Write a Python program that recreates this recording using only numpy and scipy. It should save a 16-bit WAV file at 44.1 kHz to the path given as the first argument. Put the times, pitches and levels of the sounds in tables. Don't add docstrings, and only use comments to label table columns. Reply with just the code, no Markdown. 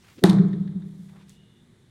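import sys
import numpy as np
from scipy import signal
from scipy.fft import rfft, irfft
from scipy.io import wavfile
from scipy.ndimage import uniform_filter1d

SR = 44100
rng = np.random.default_rng(int(sys.argv[2]) if len(sys.argv) > 2 else 0)


def bounce(signal):
    frames = np.transpose(np.atleast_2d(signal))
    limited = np.clip(frames, -1, 1)
    pcm = np.round(limited * 32767).astype(np.int16)
    wavfile.write(sys.argv[1], SR, pcm)


N = 83790
TIME_S = np.arange(N) / SR


def gain(db):
    return 10 ** (np.asarray(db) / 20)


def unit_rms(x):
    return x / np.sqrt(np.mean(x ** 2))


def decay(t60_s):
    return gain(-60 * TIME_S / t60_s)


def rise(time_constant_s):
    return 1 - np.exp(-TIME_S / time_constant_s)


def delay(x, delay_s):
    return np.concatenate([np.zeros(int(delay_s * SR)), x])[:N]


def per_bin(hz, values):
    return np.interp(np.log(np.arange(N // 2 + 1) * SR / N + 1), np.log(hz), values)


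def response(spectrum):
    hz, db = np.array(spectrum).T
    return gain(per_bin(hz, db))


def noise(spectrum):
    return unit_rms(irfft(rfft(rng.standard_normal(N)) * response(spectrum), N))


def band(x, hz, spread):
    return signal.sosfilt(signal.butter(2, [hz / spread, hz * spread], "band", fs=SR, output="sos"), x)


def band_noise(hz, spread):
    return unit_rms(band(rng.standard_normal(N), hz, spread))


def swells(rows, spread):
    return sum(gain(db) * np.exp(-.5 * ((TIME_S - peak_s) / width_s) ** 2) * band_noise(hz, spread)
               for peak_s, width_s, db, hz in rows)


def ring(modes):
    return sum(gain(db) * decay(t60_s) * np.sin(2 * np.pi * hz * TIME_S) for hz, db, t60_s in modes)


# frequency_hz, relative_density_db
VENTILATION_SPECTRUM = [(25, -18), (70, -7), (125, 0), (180, -5), (250, -5), (295, -16.5), (365, -9.5),
                        (480, -20), (620, -26), (1400, -28.5), (2000, -25), (2700, -35), (3600, -25),
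                        (4800, -37), (9500, -36), (16000, -56)]
def ventilation():
    return gain(-57) * noise(VENTILATION_SPECTRUM)


# peak_s, width_s, relative_level_db, centre_hz
RUBS = [(.092, 0.042, -55, 1390), (.11, 0.27, -61.5, 3500), (.19, .01, -51, 2040), (.15, .08, -64.5, 8790),
        (.61, .012, -71, 7000), (1.03, .14, -66.5, 5560), (1.17, 0.039, -58.5, 690),
        (1.095, 0.0053, -56.5, 1190), (1.168, .004, -56.5, 1310), (1.191, .003, -57.5, 1080),
        (1.22, 0.02, -59.5, 1800), (1.295, 0.013, -58.5, 2150), (1.32, 0.032, -60, 4635)]
def rustle():
    grain_db = 1.6 * unit_rms(uniform_filter1d(rng.standard_normal(N), size=260))
    return gain(grain_db - 4) * swells(RUBS, spread=2.1)


# peak_s, width_s, relative_level_db, centre_hz
ARM_SWISHES = [(.188, .011, -43.5, 262), (.233, 0.0065, -23.5, 265)]
def arm_swish():
    return band(swells(ARM_SWISHES, spread=1.45), hz=250, spread=2.18)


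# frequency_hz, relative_density_db
CRACK_SPECTRUM = [(60, -15), (600, -9.5), (1900, 2.5), (2700, -40.5), (3600, 8), (5000, -7), (7000, -14),
                  (8500, -3), (10000, -13.5), (12800, -14.5), (16000, -30.5)]
def cover_crack():
    cepstrum = irfft(np.log(response(CRACK_SPECTRUM)), N)
    pulse = irfft(np.exp(rfft(2 * cepstrum[:N // 2], N)), N)
    snap = -pulse / np.linalg.norm(pulse)
    burst = noise(CRACK_SPECTRUM) * decay(t60_s=.007)
    return gain(1) * snap + gain(-9) * burst


# pitch_hz, level_db, t60_s
THUD_MODES = [(185.3, -4.5, 0.15), (346.6, -10.5, 0.14), (371.5, -2.5, 0.077), (664, -8.5, 0.04),
              (815.5, -17.5, 0.12), (1043, -18.5, 0.037), (1234, -20.5, 0.032), (1684, -25, 0.041),
              (1982, -12.5, 0.018)]
def pad_thud():
    return ring(THUD_MODES) * rise(.0024)


# pitch_hz, level_db, t60_s
BOOM_MODES = [(127.5, -24, 1.18), (141.3, -27, 1.57), (147.6, -27, 1.41), (160.5, -17, 1.7),
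              (169.3, -29, 1.1), (177.4, -8, 0.73), (181.8, -27, 1.2), (190.7, -22, 1.38),
              (195.5, -14, 1.66), (196.3, -26, 1.36), (209.3, -30, 1.13), (214.6, -30, 1.19),
              (311.9, -28, 1.26), (322.1, -6, 0.22), (351.6, -38, 1.13), (390.2, -34, 1.19),
              (419.9, -32, 0.87)]
# pitch_hz, level_db, t60_s
UPPER_MODES = [(685, -40, .8), (888, -51, .7), (1068, -49, 0.99), (1290, -47, 1), (1583, -52, 1),
               (1793, -47, 0.81), (2089, -57, 0.95)]
def hall_resonance():
    return ring(BOOM_MODES) * rise(.038) + ring(UPPER_MODES) * rise(.005)


# frequency_hz, relative_density_db, t60_s
REVERB_BANDS = [(37.5, -17, 1.1), (84, -15, 2.6), (184, -8.5, 0.52), (264.3, -5.5, 1.2), (353, -4.5, 1.1),
                (420, -6, 1.165), (514, -13, .8), (694, -6, 0.51), (1220, -13.5, .62), (2000, -22, .6),
                (2763, -22.5, 0.29), (4000, -19, .48), (5060, -27, 0.35), (9100, -30, .35),
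                (12000, -34.5, 0.19), (16000, -50.5, .2)]
# frequency_hz, relative_density_db
TAIL_SPECTRUM = [(300, 1), (700, 1), (1400, -9), (2100, -13.5), (2700, -20.5), (3700, -7), (4800, -25),
                 (10000, -41.5)]
def reverberation():
    hz, db, t60s = np.array(REVERB_BANDS).T
    spectrum = rfft(noise(np.column_stack([hz, db])))
    diffuse = sum(irfft(spectrum * per_bin(hz, weights), N) * decay(t60_s)
                  for weights, t60_s in zip(np.eye(len(hz)), t60s))
    tail = noise(TAIL_SPECTRUM) * decay(t60_s=2.14)
    return gain(-24.5) * rise(.005) * diffuse + gain(-49) * tail


# delay_s, gain_db
NEAR_REFLECTIONS = [(0.019, -15), (0.0576, -11), (0.0609, -10.5), (.071, -19.5), (.092, -22)]
def crack_echoes(crack):
    treble = signal.sosfilt(signal.butter(1, [3000, 9000], "band", fs=SR, output="sos"), crack)
    return sum(gain(db) * delay(treble, delay_s) for delay_s, db in NEAR_REFLECTIONS)


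# delay_s, low_note_db, high_note_db
FAR_REFLECTIONS = [(0.0551, -2.5, -32), (0.1217, -2, -22.5), (0.153, 0.5, -14), (0.1994, -25, -23),
                   (0.2916, -10.5, -29), (0.3678, -12, -38), (0.5156, -11.5, -43), (0.6139, -23, -38.5),
                   (0.7519, -23, -51)]
def thud_echoes():
    envelope = decay(t60_s=.11) * rise(.0058) ** 2
    low, high = (envelope * np.sin(2 * np.pi * hz * TIME_S) for hz in (180.5, 396.8))
    return sum(delay(gain(low_db) * low + gain(high_db) * high, delay_s)
               for delay_s, low_db, high_db in FAR_REFLECTIONS)


# frequency_hz, gain_db
FLUTTER_RESPONSE = [(500, -2.5), (1600, 2), (2600, -0.5), (3700, -0.5), (4800, -8.5), (12000, -24)]
def flutter_echo(crack, round_trip_s=.1455, first_db=-23, loss_db=6):
    coloured = rfft(crack) * response(FLUTTER_RESPONSE)
    echoes = np.zeros(N)
    for trip in range(4):
        scatter = rng.standard_normal(N) * decay(t60_s=.055)
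        echo = irfft(coloured * rfft(scatter / np.linalg.norm(scatter)), N)
        echoes += gain(first_db - trip * loss_db) * delay(echo, (trip + 1) * round_trip_s)
    return echoes


# start_s, level_db, centre_hz
CLICKS = [(0.4848, -56, 7020), (1.288, -58, 10900), (1.2948, -40, 7600)]
def clicks():
    envelope = decay(t60_s=.0072) + gain(-36.5) * decay(t60_s=.2)
    edge = gain(-15) * decay(t60_s=.006) * rng.standard_normal(N)
    return sum(gain(db) * delay(edge + envelope * band_noise(hz, spread=1.19), start_s)
               for start_s, db, hz in CLICKS)


# peak_s, width_s, level_db, pitch_hz
THIN_SQUEAKS = [(1.39, 0.067, -69.5, 2890), (1.53, 0.062, -74, 2890), (1.38, .04, -70.5, 3600),
                (1.547, 0.077, -70.5, 3540)]
def squeaks():
    return swells(THIN_SQUEAKS, spread=1.03)


def scene(impact_s=.2388):
    crack = cover_crack()
    hall = hall_resonance() + reverberation() + crack_echoes(crack) + thud_echoes() + flutter_echo(crack)
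    impact = delay(crack + pad_thud() + hall, impact_s)
    return (ventilation() + rustle() + arm_swish() + impact + clicks() + squeaks())[None]


def record(dry, drive=.29, cutoff_hz=16400):
    saturated = np.tanh(drive * dry) / drive
    return signal.sosfilt(signal.ellip(8, .2, 70, cutoff_hz, fs=SR, output="sos"), saturated)


dry = scene()
out = record(dry)
bounce(out)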